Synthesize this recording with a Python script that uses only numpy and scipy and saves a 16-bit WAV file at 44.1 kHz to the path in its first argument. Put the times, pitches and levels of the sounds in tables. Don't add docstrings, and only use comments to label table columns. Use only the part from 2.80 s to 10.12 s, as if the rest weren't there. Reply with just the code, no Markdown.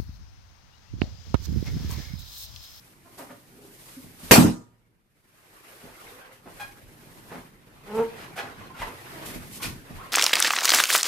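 import sys
import numpy as np
from scipy import signal
from scipy.fft import rfft, irfft
from scipy.io import wavfile
from scipy.ndimage import uniform_filter1d

SR = 44100
rng = np.random.default_rng(int(sys.argv[2]) if len(sys.argv) > 2 else 0)


def generate_wav(signal):
    frames = np.transpose(np.atleast_2d(signal))
    scaled = np.clip(frames, -1, 1) * 32767
    pcm = np.round(scaled).astype(np.int16)
    wavfile.write(sys.argv[1], SR, pcm)


N = 322812
TIME = np.arange(N) / SR
MIC_SPACING_M = 0.17
EDGE_HZ = 14750

# start in seconds, relative knock level in dB,
# relative level of the mattress heave in dB.
SHIFTS_OF_WEIGHT = [(1.234, -41.5, -59), (1.425, -39, -48), (1.641, -9, -45), (3.031, -45, -57),
                    (3.23, -52.5, -63), (3.658, -46, -60), (3.81, -51, -56), (4.02, -53, -56),
                    (4.546, -37.5, -66), (5.78, -49.5, -58), (5.991, -41.5, -46), (6.55, -33, -43),
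                    (6.844, -34, -40), (7.096, -37, -42)]
# time in seconds, relative level in dB.
RUSTLE_LEVEL = [(0, -61), (.8, -61), (1.45, -56.5), (1.95, -67), (2.35, -73.5), (2.8, -66.5), (3.55, -64),
                (3.85, -58.5), (4.5, -53.5), (4.88, -60), (5.2, -53), (5.85, -50.5), (6.25, -55.5),
                (6.52, -45.5), (6.72, -51), (6.9, -44.5), (7.05, -53), (7.32, -55)]


def amp(db):
    return 10 ** (np.asarray(db) / 20)


def unit(x):
    return x / np.sqrt(np.mean(x ** 2) + 1e-20)


def read(points, hz):
    f, value = np.transpose(points)
    return np.interp(np.log(hz + 1), np.log(f + 1), value)


def bins(size):
    return np.fft.rfftfreq(size, 1 / SR)


def add(mix, s, sound):
    part = mix[..., max(round(s * SR), 0):][..., :sound.shape[-1]]
    part += sound[..., :part.shape[-1]]


def wander(size, hz):
    noise = rfft(rng.standard_normal(N))
    slow = irfft(noise / (1 + (bins(N) / hz) ** 4), N)
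    return unit(slow)[:size]


def diffuse(spectrum, size, likeness=.8):
    hz = bins(size)
    mid, side = rfft(rng.standard_normal((2, size)))
    same = np.clip(likeness, 0, 1) * np.sinc(2 * hz * MIC_SPACING_M / 343)
    mid, side = mid * np.sqrt(1 + same), side * np.sqrt(1 - same)
    pair = np.array([mid + side, mid - side])
    return unit(irfft(pair * amp(read(spectrum, hz)), size))


def patchy(x, patchy_db):
    z = signal.stft(x, nperseg=512, noverlap=384)[2]
    patches = rng.standard_normal(z.shape[1:])
    patches = uniform_filter1d(patches, size=4, axis=0)
    patches = unit(uniform_filter1d(patches, size=12, axis=1))
    uneven = signal.istft(z * amp(patchy_db * patches), nperseg=512, noverlap=384)[1]
    return unit(uneven[:, :N])


def die_away(x):
    # frequency in Hz, time to fall 60 dB in seconds.
    room_decay = [(60, 0.34), (200, 0.39), (500, .31), (1000, 0.35), (2500, 0.27), (8000, 0.33),
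                  (14000, .24)]
    hz, t, z = signal.stft(x, SR, nperseg=256)
    fade = np.exp(-np.log(1000) * t / read(room_decay, hz)[:, None])
    return signal.istft(z * fade, SR, nperseg=256)[1][:, :x.shape[1]]


def in_room(x, wet_db):
    tail = die_away(diffuse([(300, -6.5), (1200, -5)], size=SR))
    tail[:, :round(.003 * SR)] = 0
    response = amp(wet_db) * tail / np.linalg.norm(tail[0])
    response[:, 0] += 1
    response = response / np.linalg.norm(response[0])
    return signal.fftconvolve(x[None], response, axes=1)[:, :N]


def colour(x, gain):
    log_gain = np.log(np.maximum(gain, 1e-5))
    mirrored = np.r_[log_gain, log_gain[-2:0:-1]]
    response = np.exp(signal.hilbert(mirrored).conj())[:len(gain)]
    return unit(irfft(rfft(x, SR) * response, SR)[:len(x)])


def ring(modes, apart_hz=700):
    t, out = TIME[:2 * SR], 0
    for k, (hz, db, t60) in enumerate(modes):
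        sign = (-1) ** k
        lead = np.array([[1], [-1]]) * sign * min(hz / apart_hz, np.pi / 4)
        decay = np.exp(-np.log(1000) * t / t60)
        out = out + sign * amp(db) * decay * np.sin(2 * np.pi * hz * t + lead)
    return out


def loading(sway_db=-24, sway_follow=.7, heave_s=0.035):
    rustle_db = np.interp(TIME, *np.transpose(RUSTLE_LEVEL))
    mattress_power = amp(sway_db + sway_follow * rustle_db) ** 2
    u = TIME[:SR] / heave_s
    for s, _, heave_db in SHIFTS_OF_WEIGHT:
        heave = amp(heave_db) * u * np.exp(1 - u)
        add(mattress_power, s, heave ** 2)
    return amp(rustle_db), np.sqrt(mattress_power)


def sliding(fidget_fur_db=-11.5, fidget_rub_db=-5.5, ends_db=-9.5, roundness=2.14, rise_s=0.02, decay_s=.043):
    # start in seconds, swell in seconds,
    # fade in seconds, relative fur hiss level in dB, relative latex rubbing level in dB.
    body_moves = [(-0.11, 0.17, 0.14, -59, -62), (0.2, 0.17, 0.49, -59, -62.5),
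                  (0.8, 0.33, 0.21, -51.5, -57.5), (1.38, 0.16, 0.055, -44.5, -48),
                  (2.35, 0.33, 0.24, -66.5, -64.5), (2.69, 0.34, 0.18, -55.5, -52.5),
                  (3.14, 0.14, 0.15, -53.5, -49.5), (3.381, 0.044, 0.24, -64.5, -54.5),
                  (3.64, 0.13, 0.31, -57.0, -55.0), (4.0, 0.36, 0.28, -58.5, -59.5),
                  (4.46, 0.057, 0.19, -56.5, -52.0), (4.69, 0.29, 0.25, -67.5, -59.5),
                  (5.05, 0.14, 0.13, -54.5, -46.0), (5.29, 0.12, 0.13, -55, -45),
                  (5.59, 0.22, 0.14, -65, -48.5), (5.94, 0.07, 0.27, -53.5, -47),
                  (6.16, 0.35, 0.13, -51.0, -44.0), (6.59, 0.17, 0.22, -51, -56.5),
                  (7.01, 0.19, 0.38, -56.5, -49.5)]
    # start in seconds, relative level in dB.
    fur_brushes = [(0.372, -44.5), (0.492, -59), (1.428, -55), (3.514, -56.5), (3.789, -47.5), (5.14, -50),
                   (5.554, -43.5), (5.998, -47.5), (6.447, -38.5), (6.529, -45), (6.715, -42.5),
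                   (6.738, -43.0), (6.812, -34)]
    rustle_db = np.interp(TIME, *np.transpose(RUSTLE_LEVEL))
    fur_power, rub_power = amp(rustle_db + fidget_fur_db) ** 2, amp(rustle_db + fidget_rub_db) ** 2
    for s, swell, fade, fur_db, rub_db in body_moves:
        late = TIME - s - swell
        from_peak = np.minimum(np.maximum(-late / swell, late / fade), 10)
        bell_db = ends_db * from_peak ** roundness
        fur_power = fur_power + amp(fur_db + bell_db) ** 2
        rub_power = rub_power + amp(rub_db + bell_db) ** 2
    t = TIME[:SR]
    flick = np.minimum(t / rise_s, np.exp((rise_s - t) / decay_s))
    for s, db in fur_brushes:
        add(fur_power, s, (amp(db) * flick) ** 2)
    return np.sqrt(fur_power), np.sqrt(rub_power)


def rustle(rumble_db=2, bedding_db=2, rub_db=2, hiss_db=3, flutter_db=1):
    # frequency in Hz, relative level in dB per Hz.
    rumble_bands = [(10, -20), (38, 4), (62, -9.5), (100, 0), (135, -10.5), (250, -52.5)]
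    bedding_bands = [(40, -28.5), (75, -12), (115, 1.5), (200, -2.5), (320, -5.5), (500, -13.5),
                     (1200, -40)]
    rub_bands = [(150, -32.5), (350, 1), (550, -3), (1000, -2), (2000, -3), (3200, -11), (5500, -19),
                 (14000, -41.5)]
    hiss_bands = [(700, -21.5), (2500, -2), (4500, -1), (7000, -2.5), (9000, 0), (12500, 1), (15000, -3.5)]
    bedding_level, rumble_level = loading()
    hiss_level, rub_level = sliding()
    mattress = amp(rumble_db) * rumble_level * diffuse(rumble_bands, size=N, likeness=.5)
    bedding = amp(bedding_db) * bedding_level * diffuse(bedding_bands, size=N)
    latex = amp(rub_db) * rub_level * patchy(diffuse(rub_bands, size=N), patchy_db=2.5)
    fur = amp(hiss_db) * hiss_level * patchy(diffuse(hiss_bands, size=N), patchy_db=0.3)
    return (mattress + bedding + latex + fur) * amp(flutter_db * wander(N, hz=25))


def stroke(swell, fade):
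    t = TIME[:int((swell + fade) * SR)]
    return np.interp(t, [0, swell, swell + fade], [0, 1, 0]) ** 0.95


def slips(hz, rough, jitter=.12, jitter_hz=130):
    rough = np.clip(rough, 0, 1)
    unsteady_hz = hz * (1 + jitter * rough * wander(len(hz), jitter_hz))
    turns = np.cumsum(unsteady_hz) / SR
    harmonics = np.arange(1, int(EDGE_HZ / hz.max()) + 1)[:, None]
    pulses = np.cos(2 * np.pi * harmonics * turns).sum(0)
    puffs = (0.32 + np.exp(-(turns % 1) / 0.18)) * rng.standard_normal(SR)[:len(hz)]
    return (1 - rough) * unit(pulses) + rough * unit(puffs)


def squeaks(wet_db=1, chatter_db=4, fall_db_per_octave=20, rough_lift_db_per_octave=11.5):
    # start in seconds, swell in seconds, fade in seconds,
    # relative level in dB, first and last nominal slip rate in Hz, roughness 0-1, treble corner in Hz.
    latex_slips = [ (.245, 0.018, 0.031, -49, 320, 357, 0.4, 1000),
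                   (.375, .02, .05, -36.5, 386, 181.6, .5, 1000),
                   (.485, 0.021, 0.034, -40.5, 291.3, 252.7, 0.7, 990),
                   (.64, .2, .11, -50, 434, 401.4, .5, 250),
                   (1.163, .015, 0.015, -37.5, 272, 280, .05, 150),
                   (3.02, .024, 0.12, -47, 436, 405, 0.95, 600),
                   (3.25, 0.067, 0.092, -51.5, 471, 510, .38, 330),
                   (3.41, 0.087, 0.068, -52.5, 511, 523, .2, 300),
                   (3.39, 0.03, .05, -50.5, 1546, 1632, .3, 1200),
                   (3.652, 0.015, 0.035, -41.5, 335, 286, 0.68, 710),
                   (3.795, .009, .05, -31.5, 802, 828, .36, 2100),
                   (4.2, 0.074, .038, -49, 345, 402, 0.82, 600),
                   (4.495, 0.034, 0.084, -39, 180.5, 160.6, 0.72, 1050),
                   (5.32, 0.091, .09, -45.5, 419, 379, 0.77, 2260),
                   (5.553, .039, 0.024, -27.5, 692, 884, 0.57, 2000),
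                   (5.61, .047, 0.036, -42, 431, 388, 0.67, 1300),
                   (5.796, 0.017, 0.028, -44, 1090, 1080, 0.37, 800),
                   (5.89, .018, 0.01, -41, 1043, 1120, 0.37, 790),
                   (5.942, .012, 0.028, -44.5, 1473, 1280, 0.42, 1210),
                   (5.955, 0.049, .018, -37, 827, 790, 0.64, 2660),
                   (6.008, .02, .016, -27.5, 890.5, 1012, .52, 1520),
                   (6.029, 0.044, .07, -42, 431.4, 517, .5, 1300),
                   (6.299, 0.08, 0.15, -41.5, 344, 286.2, 0.39, 700),
                   (6.797, 0.013, 0.014, -37.5, 1060, 982, 0.59, 1700),
                   (6.817, 0.0097, 0.055, -30.5, 499.6, 428, 0.7, 4320),
                   (6.823, 0.0098, 0.032, -32.5, 2455, 2270, .6, 3700),
                   (7.162, 0.059, .025, -40.5, 649, 1755, 0.27, 1200),
                   (7.18, 0.02, 0.16, -47, 1065, 1040, 0.44, 1100)]
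    out, hz = np.zeros(N), bins(SR)
    for s, swell, fade, db, first_hz, last_hz, rough, corner_hz in latex_slips:
        press = stroke(swell, fade)
        press = press * amp(chatter_db * rough * wander(len(press), hz=45))
        drive = slips(np.linspace(first_hz, last_hz, len(press)), rough)
        fall_db = fall_db_per_octave - rough_lift_db_per_octave * rough
        octaves_over = np.log2(1 + (hz / corner_hz) ** 4) / 4
        bass_loss = 1 - np.exp(-(hz / (0.54 * first_hz)) ** 4)
        skin = amp(-fall_db * octaves_over) * bass_loss
        add(out, s, amp(db) * press * colour(drive, skin))
    return in_room(out, wet_db)


def bed(landing_db=-1, padding_db=-11, soft_s=0.0051, squash_s=.042, dulling=.09, pivot_hz=165):
    # frequency in Hz, relative level in dB before dulling,
    # time to fall 60 dB in seconds.
    bed_modes = [(88, -17, .25), (122, -11, .22), (170, -2, .25), (210, -5, .22), (247, 0, .27),
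                 (310, -7, .27)]
    # frequency in Hz, relative level in dB per Hz.
    padding_bands = [(40, -21), (90, -2.5), (170, -2), (300, 0.5), (450, -8), (900, -23), (2000, -45.5)]
    t, out = TIME[:SR], np.zeros((2, N))
    landing = (1.574, landing_db)
    for s, db, *_ in [landing] + SHIFTS_OF_WEIGHT:
        modes = [(hz, level + dulling * db * np.log2(hz / pivot_hz), t60) for hz, level, t60 in bed_modes]
        knock = ring(modes, apart_hz=450)[:, :SR]
        puff = amp(padding_db) * diffuse(padding_bands, size=SR) * np.exp(-t / squash_s)
        soft_start = 1 - np.exp(-t / soft_s)
        add(out, s, amp(db) * (knock + puff) * soft_start)
    return out


def burst(burst_s=1.5108, scatter_db=3, build_s=0.004, rings_db=-1):
    # start in seconds, relative level in dB,
    # length of the push in seconds.
    blast_pushes = [(1.5104, 4.5, .0009), (1.5141, 6, .0012), (1.54, 3.5, .0008), (1.5632, -0.5, .001)]
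    # frequency in Hz, relative level in dB per Hz.
    bang_bands = [(30, -29.5), (60, -14.5), (110, 0), (230, 3.5), (450, 4.5), (700, 5), (1200, -0.5),
                  (1900, -2.5), (2900, -3.5), (5000, -6.5), (9000, -9), (13000, -6.5), (15000, -7.5)]
    # frequency in Hz,
    # relative level in dB, time to fall 60 dB in seconds.
    ring_modes = [(114, -37, 1.15), (175.6, -17.5, 0.44), (246, -11, 0.37), (308, -17, .35),
                  (800, -12.5, 0.27), (955, -24, .52), (1227, -25, 0.51), (1380, -37.5, 0.64),
                  (1577, -11, 0.22), (1863, -9, 0.18), (2110, -15.5, .18), (2417, -11, 0.21),
                  (2680, -13.5, 0.28)]
    t, out = TIME[:SR], np.zeros((2, N))
    for s, db, push_s in blast_pushes:
        add(out, s, amp(db) * (1 - t / push_s) * np.exp(-t / push_s))
    crack = patchy(diffuse(bang_bands, size=N), patchy_db=3.0)[:, :SR]
    scatter = die_away(crack) * (1 - np.exp(-t / build_s))
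    add(out, burst_s, amp(scatter_db) * scatter)
    add(out, burst_s, amp(rings_db) * ring(ring_modes))
    return out


def groan():
    # time in seconds, nominal slip rate in Hz,
    # relative level in dB.
    knee_drag = [(5.039, 202.4, -61.5), (5.082, 202.8, -42), (5.11, 207, -35), (5.144, 213.7, -29),
                 (5.175, 221.9, -27), (5.189, 227.2, -20.3), (5.218, 231, -22), (5.24, 223.5, -32.5),
                 (5.275, 230, -70)]
    # frequency in Hz, relative gain in dB.
    balloon_body = [(100, -18.5), (210, -6.5), (330, -22), (455, 0.5), (660, -18.5), (910, -10.5),
                    (1120, -22.5), (1360, -19), (1700, -34), (2600, -36.5), (5000, -52), (14000, -59)]
    s, rate_hz, db = np.transpose(knee_drag)
    t, out = np.arange(s[0], s[-1], 1 / SR), np.zeros(N)
    drive = slips(np.interp(t, s, rate_hz), rough=.34, jitter=.085)
    song = colour(drive, amp(read(balloon_body, bins(SR))))
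    add(out, s[0], song * amp(np.interp(t, s, db)))
    return in_room(out, wet_db=-7)


def scene():
    return (burst() + bed() + squeaks() + groan() + rustle()) * amp([[-.3], [.3]])


def record(dry, threshold_db=-15, squeeze=0.31, react_s=0.011):
    power = signal.lfilter(np.ones(256) / 256, 1, (dry ** 2).mean(0))
    power_db = 10 * np.log10(abs(power) + 1e-12)
    keep = np.exp(-1 / (react_s * SR))
    wanted_cut_db = squeeze * np.maximum(power_db - threshold_db, 0)
    cut_db = signal.lfilter([1 - keep], [1, -keep], wanted_cut_db)
    loud = dry * amp(-cut_db)
    clipped = .92 * loud / (1 + loud ** 4) ** .25
    band_limit = signal.firwin(401, EDGE_HZ, window=("kaiser", 8), fs=SR)
    return signal.oaconvolve(clipped, band_limit[None], "same")


dry = scene()
out = record(dry)
generate_wav(out)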